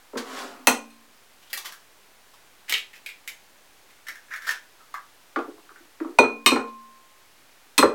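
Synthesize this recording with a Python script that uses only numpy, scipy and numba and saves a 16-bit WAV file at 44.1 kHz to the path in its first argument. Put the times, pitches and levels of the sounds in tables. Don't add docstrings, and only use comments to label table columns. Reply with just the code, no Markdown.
import sys
import numpy as np
from scipy import signal
from scipy.fft import rfft, irfft, next_fast_len
from scipy.io import wavfile
from numba import njit

SR = 44100
rng = np.random.default_rng(int(sys.argv[2]) if len(sys.argv) > 2 else 0)


def boost(x):
    u = np.asarray(x, float) / 20
    return 10 ** u


def dump_mix(stems):
    frames = np.atleast_2d(stems).T
    limited = np.clip(frames, -1, 1)
    pcm = np.round(limited * 32767).astype(np.int16)
    wavfile.write(sys.argv[1], SR, pcm)


N = 350154
SPAN = 4096

# (time [s], crack level [dB], crack pitch [Hz], crack treble [dB], crushing time [ms])
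BLOWS = [
    (0.6711, 5, 1610, -6, 1.87),
    (6.1872, -9, 2400, -32.5, 1.6),
    (6.4611, 5, 2310, -13.5, 3.1),
    (7.7795, -1, 2800, -14.5, 3.2),
]
# (time [s], level against the last blow [dB])
BRUSH = (.901, -41)
BOWL_HZ = [229, 288, 953, 1056, 2462, 2587, 3715, 4130, 4182, 6000, 6097, 6420, 7938, 8175, 8302, 8690,
           9450, 10460, 11250, 12990, 13800]
# (time to fade by 60 dB [s], level at each of the four blows [dB] x 4)
RINGING = [(0.7, -32.5, -29, -24.5, -32), (0.64, -36.5, -29.5, -42.5, -22.5),
           (0.18, -16.5, -15.5, -29, -21), (1, -47, -36.5, -25, -37), (0.36, -24.5, -4.5, -11, -19.5),
           (0.087, -9, -30.5, -9.5, -11), (0.13, -72.5, -25, -10.5, -19.5),
           (0.25, -40.5, -28.5, -16.5, -19), (0.2, -24.5, -21.5, -19, -18.5), (0.24, -24, -33.5, -32, -51),
           (0.17, -35, -26.5, -22.5, -25.5), (0.42, -64, -49.5, -42.5, -55),
           (0.27, -31.5, -41.5, -28.5, -28.5), (0.11, -33.5, -25, -11, -19), (.19, -23, -32.5, -32.5, -20),
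           (0.29, -32, -47.5, -26.5, -29), (0.057, -54, -55.5, -41, -26), (0.11, -32.5, -42.5, -42, -23),
           (0.25, -50.5, -45, -46.5, -33), (.12, -29.5, -49, -34, -24), (.14, -42, -53.5, -30, -31)]

# (time [s], hollow note level [dB], hollow note pitch [Hz], edge snap level [dB])
SNAPS = [(1.53, -19, 1830, -24.5), (1.543, -36, 1380, -49), (1.574, -32, 1090, -29.5),
         (1.656, -26, 1730, -36.5), (1.722, -33, 1540, -41.5), (2.695, -25, 2940, -25),
         (2.779, -20, 2660, -37.5), (3.061, -22, 2350, -36.5), (3.089, -26.5, 2360, -46.5),
         (3.276, -23, 2310, -31.5), (4.084, -19, 1840, -36), (4.155, -31.5, 1700, -50),
         (4.337, -17.5, 1660, -43), (4.36, -28, 2000, -43.5), (4.42, -35, 1600, -49),
         (4.533, -50, 1540, -59), (4.94, -16.5, 1144, -44), (4.945, -23.5, 1690, -51.5)]
# (time [s], hollow level [dB], hollow pitch [Hz], edge snap level [dB])
CRUNCH = [
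    (2.723, -10.5, 2130, -19),
    (2.738, -4.5, 2820, -33),
    (2.751, -14.5, 2210, -33.5),
    (4.491, -4.5, 1622, -24),
    (4.509, -35, 1520, -31.5),
]
# (time [s], hollow level [dB], hollow pitch [Hz], edge level [dB])
CLICKS = [
    (0.173, -39, 1220, -52),
    (5.361, -21.5, 1203, -56.5),
    (5.69, -34.5, 1260, -74),
    (5.759, -35.5, 1550, -66),
    (6.679, -37, 1130, -53),
]
# (time [s], hollow level [dB], hollow pitch [Hz], edge snap level [dB], tearing time [ms])
TEARS = [(1.422, -54, 3000, -54, 8), (1.466, -46, 3100, -61, 6.7), (1.498, -63, 1970, -45.5, 6.7),
         (1.643, -35, 1170, -37.5, 15), (2.336, -41, 1050, -51, 3.7), (2.678, -25.5, 2030, -43.5, 33),
         (2.931, -32, 2020, -48, 5.4), (2.951, -42, 2420, -49.5, 7.1), (3.899, -44, 2180, -58, 6.3),
         (4.067, -26, 1770, -40.5, 3.6), (4.279, -39.5, 1760, -62, 5.3), (4.303, -23.5, 1650, -50, 27),
         (4.41, -33, 1660, -51.5, 18), (4.443, -29, 1760, -46.5, 13), (4.466, -16.5, 1570, -33, 12),
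         (4.802, -39.5, 1340, -65, 5.7)]
# (frequency [Hz], level [dB])
EDGE = [(250, -6), (800, 8), (3100, 13.5), (5600, 4.5), (9100, -3), (13100, -4), (16100, -9)]
SNAP_TILT_DB, CRUNCH_TILT_DB, CLICK_TILT_DB, TEAR_TILT_DB = 5.5, 2.5, -1, 3.2

# (time [s], panel level [dB], panel pitch [Hz], foot level [dB], contact [ms])
JOLTS = [(0.132, -20, 370, -38.5, 2.4), (0.154, -17, 235, -32.5, 5.8), (0.6735, -8.5, 271, -10.5, 6.4),
         (6.1863, 0.5, 319, -5, 4.1), (6.19, 6, 334, -4.5, 1.17), (6.23, -12, 240, -18, 10.5),
         (6.4622, -8, 270, -10.5, 6.2), (6.517, 0, 235, -13, 5.2), (6.558, -10.5, 440, -15.5, 6.2),
         (6.589, -20, 257, -37, 3), (7.787, -5, 252, -12.5, 6), (7.827, -2, 580, -1.5, 2.4),
         (7.832, 12.5, 387, 0, 0.77), (7.868, -10, 225, -36, 5.9)]
# (time [s], panel level [dB], foot level [dB], loudest foot pitch [Hz])
SET_DOWN = [(2.695, -40, -59, 740), (2.725, -44, -53, 740), (5.36, -12.5, -18, 1190),
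            (5.388, -27, -25, 734), (5.479, -25, -48, 716), (5.579, -42, -48, 805), (5.705, -43, -54, 1260),
            (5.797, -41, -57, 1440), (6.002, -14, -33.5, 1320), (6.046, -24, -33.5, 743),
            (6.083, -27, -46.5, 756), (6.108, -51.5, -55, 732)]
# (frequency [Hz], width [Hz], level [dB])
PANELS = [(257.5, 26, 0.5), (336.8, 39, -3.5), (417, 33, -0.5), (466.5, 12, 2.5), (499, 52, -5.5),
          (595, 45, -2.5)]
# (frequency [Hz], width [Hz], level [dB])
FOOT = [(720, 190, 0.5), (1046, 250, 4.5), (1260, 386, 0), (1516, 68, -4.5), (1540, 910, -11)]

# (time [s], drag level [dB])
SLIDE = [
    (0.171, -39),
    (0.178, -31),
    (0.222, -54),
    (0.262, -47),
    (0.392, -38.5),
    (0.5, -49.5),
    (0.649, -70.5),
]
# (level at middling drag [dB], growth per dB of drag [dB])
DRAGGED = [
    (-46.5, .6),
    (-44.5, 0.59),
    (-48.5, 1.3),
]
# (frequency [Hz], level per Hz [dB])
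GRIT = [(880, -17), (1500, 0.5), (2320, -7), (3880, -5.5), (5770, -10.5), (7320, -12), (16000, -26.5)]

# (frequency [Hz], time to fade by 60 dB [s])
KITCHEN = [(200, 0.25), (500, 0.3), (2000, 0.24), (6000, 0.25), (14000, 0.17)]
# (frequency [Hz], level per Hz [dB])
HISS = [(12, -34), (20, -28), (27, -14.5), (79, -17), (147, -18.5), (296, -14), (936, -12.5), (1310, -13.5),
        (1640, -13), (14300, -25), (16400, -24.5)]


def bowl_crack():
    s, db, hz, treble_db, ms = np.transpose(BLOWS)
    low = filtered(bursts(ms, spiky_db=1.0), lambda f: resonance(f, hz[:, None], 1300))
    high = filtered(bursts(ms, spiky_db=-12.0), lambda f: resonance(f, 9140, 9800) ** 2)
    return placed(s, sized(low, db - 8, ms) + sized(high, treble_db - 4, ms))


def bowl_ring():
    t = np.arange(SR)[None] / SR
    s, crack_db, *_, ms = np.transpose(BLOWS)
    rocking_db = 3.2 + 0.26 * crack_db
    ring = 0
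    for hz, (t60, *levels_db) in zip(BOWL_HZ, RINGING):
        knots = rng.standard_normal((len(s), 64))
        wobble = np.tile(signal.resample(knots, SR // 2, axis=1), 2)
        rocking = wobble * np.exp(-t / 0.2)
        flutter = rocking * rocking_db[:, None] * min(hz / 2500, 1)
        strength = boost(np.array(levels_db)[:, None] + flutter - 60 * t / t60)
        ring = ring + strength * np.sin(2 * np.pi * hz * t + flutter / 4)
    ring = ring * (1 - np.exp(-2000 * t / ms[:, None]))
    brush_s, brush_db = BRUSH
    return placed(np.append(s, brush_s), np.vstack([ring, boost(brush_db) * ring[-1]]))


def shell(events, swell_ms):
    s, db, hz, snap_db, ms, tilt_db = np.transpose(events)
    hz, tilt_db = hz[:, None], tilt_db[:, None]
    slips = bursts(ms, spiky_db=2.5, swell_ms=swell_ms)

    def hollow_body(f):
        return resonance(f, hz, 0.37 * hz) ** 2 + boost(-28) * resonance(f, 3.01 * hz, hz) ** 2

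    def edge_colour(f):
        octaves = np.log2(np.clip(f, 2000, None) / 5000)
        return colour(EDGE)(f) * boost(tilt_db * octaves)

    hollow = filtered(slips, hollow_body)
    edge = filtered(slips, edge_colour)
    return placed(s, sized(hollow, db - 9, ms) + sized(edge, snap_db + 2, ms))


def fractures():
    events = []
    for rows, tilt_db in ((SNAPS, SNAP_TILT_DB), (CRUNCH, CRUNCH_TILT_DB), (CLICKS, CLICK_TILT_DB)):
        for row in rows:
            running_ms = 1.24 - 0.19 * row[1]
            events.append((*row, running_ms, tilt_db))
    return sorted(events)


def tears():
    return [(*row, TEAR_TILT_DB) for row in TEARS]


def thuds():
    s, db, hz, reach_hz, foot_db, foot_hz, ms = np.transpose(knocks())
    hz, reach_hz, foot_hz = hz[:, None], reach_hz[:, None], foot_hz[:, None]
    low = filtered(bursts(ms, spiky_db=3.5), lambda f: body(PANELS)(f) * resonance(f, hz, reach_hz) ** 2)
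    mid = filtered(bursts(ms, spiky_db=0.5), lambda f: body(FOOT)(f) * resonance(f, foot_hz, 900))
    return placed(s, sized(low, db - 5, ms) + sized(mid, foot_db + 1, ms))


def knocks():
    jolt_reach_hz, jolt_foot_hz = 247, 1072
    panel_hz, reach_hz, contact_ms = 340, 121, 4.4
    events = []
    for s, db, hz, foot_db, ms in JOLTS:
        events.append((s, db, hz, jolt_reach_hz, foot_db, jolt_foot_hz, ms))
    for s, db, foot_db, foot_hz in SET_DOWN:
        events.append((s, db, panel_hz, reach_hz, foot_db, foot_hz, contact_ms))
    return sorted(events)


def slide():
    s, drag_db = np.transpose(SLIDE)
    t = np.arange(N) / SR
    middling_db = -45
    responses = (lambda f: body(PANELS)(f) * resonance(f, 170, 200), body(FOOT), colour(GRIT))
    out = np.zeros(N)
    for (db, grows), response in zip(DRAGGED, responses):
        slips = rng.standard_normal(N) * boost(2.2 * rng.exponential(size=N))
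        rub = filtered(slips, response)
        level_db = np.interp(t, s, db + grows * (drag_db - middling_db), left=-120, right=-120)
        out += rub / rub.std() * boost(level_db)
    return out


def low_boom():
    s, db, *_, contact_ms = np.transpose(JOLTS)
    ms = np.full(len(s), 30)
    boom = filtered(bursts(ms, spiky_db=5.0, swell_ms=4.6), lambda f: resonance(f, 116, 110) ** 2)
    return placed(s, sized(boom, db + 10 * np.log10(contact_ms) - 45, ms))


def kitchen(x, piece):
    rows = np.pad(x, (0, -N % piece)).reshape(-1, piece)
    noise = rng.standard_normal((len(rows), SR // 2))
    hz, t, z = signal.stft(noise, SR, nperseg=256)
    fade = boost(-60 * t / along(KITCHEN, hz)[:, None])
    tails = signal.istft(z * fade, SR, nperseg=256)[1]
    tails /= np.linalg.norm(tails, axis=1, keepdims=True)
    starts = np.arange(len(rows)) * piece / SR + 0.003
    return placed(starts, signal.fftconvolve(rows, tails, axes=1))


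def hiss():
    x = filtered(rng.standard_normal(N), lambda f: boost(along(HISS, f)))
    return x / x.std() * boost(-56)


def bursts(ms, spiky_db, swell_ms=0.092):
    shape, t_ms = (len(ms), SPAN), np.arange(SPAN) * 1000 / SR
    slips = rng.standard_normal(shape) * boost(spiky_db * rng.exponential(size=shape))
    swell = 1 - np.exp(-t_ms / swell_ms)
    return slips * swell * np.exp(-t_ms / np.minimum(ms, 30)[:, None])


def sized(rows, db, ms):
    energy = np.minimum(ms, 30) * SR / 2000
    return rows / np.linalg.norm(rows, axis=1, keepdims=True) * (boost(db) * np.sqrt(energy))[:, None]


def placed(times, rows):
    at = np.round(times * SR).astype(int)[:, None] + np.arange(rows.shape[1])
    return np.bincount(at.ravel(), rows.ravel(), N + rows.shape[1])[:N]


def resonance(f, hz, width_hz):
    return 1j * f * width_hz / (hz * hz - f * f + 1j * f * width_hz)


def body(modes):
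    def response(f):
        return sum((-1) ** k * boost(db) * resonance(f, hz, w) for k, (hz, w, db) in enumerate(modes))
    return response


def colour(points):
    def response(f):
        cepstrum = irfft(np.log(boost(along(points, f)) + 1e-6))
        cepstrum[1:len(f) - 1] *= 2
        cepstrum[len(f):] = 0
        return np.exp(rfft(cepstrum))
    return response


def along(points, hz):
    f, v = np.transpose(points)
    return np.interp(np.log(hz + 1), np.log(f + 1), v)


def filtered(x, response):
    n = x.shape[-1]
    m = next_fast_len(n + SPAN)
    return irfft(rfft(x, m) * response(np.fft.rfftfreq(m, 1 / SR)), m)[..., :n]


def scene():
    ring = bowl_ring()
    eggs = bowl_crack() + shell(fractures(), swell_ms=0.48) + shell(tears(), swell_ms=30)
    worktop = thuds() + slide()
    walls = boost(-10) * kitchen(ring, N)
    walls = walls + kitchen(boost(0.26) * eggs + boost(-2) * worktop, 2 * SPAN)
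    bass_cut = signal.butter(5, 200, "high", fs=SR, output="sos")
    near = signal.sosfilt(bass_cut, ring + eggs + worktop + walls)
    return (near + hiss() + low_boom())[None]


@njit
def follower(need, fast, slow):
    out, level = np.empty_like(need), 0.
    for i in range(len(need)):
        level += (need[i] - level) * (fast if need[i] > level else slow)
        out[i] = level
    return out


def roll_off(x):
    return signal.sosfilt(signal.butter(12, 16550, fs=SR, output="sos"), x)


def record(dry):
    over_db = np.clip(20 * np.log10(np.abs(dry[0]) + 1e-9) + 18, 0, 60)
    cut_db = 0.65 * follower(over_db, 1 / (0.02 * SR), 1 / (0.25 * SR))
    x = dry * boost(-cut_db)
    x = x + 0.04 * x * x
    x = x / (1 + np.abs(x / 0.99) ** 8) ** (1 / 8) + 0.001
    x = filtered(x, lambda f: f < 16700)
    return roll_off(x)


dry = scene()
out = record(dry)
dump_mix(out)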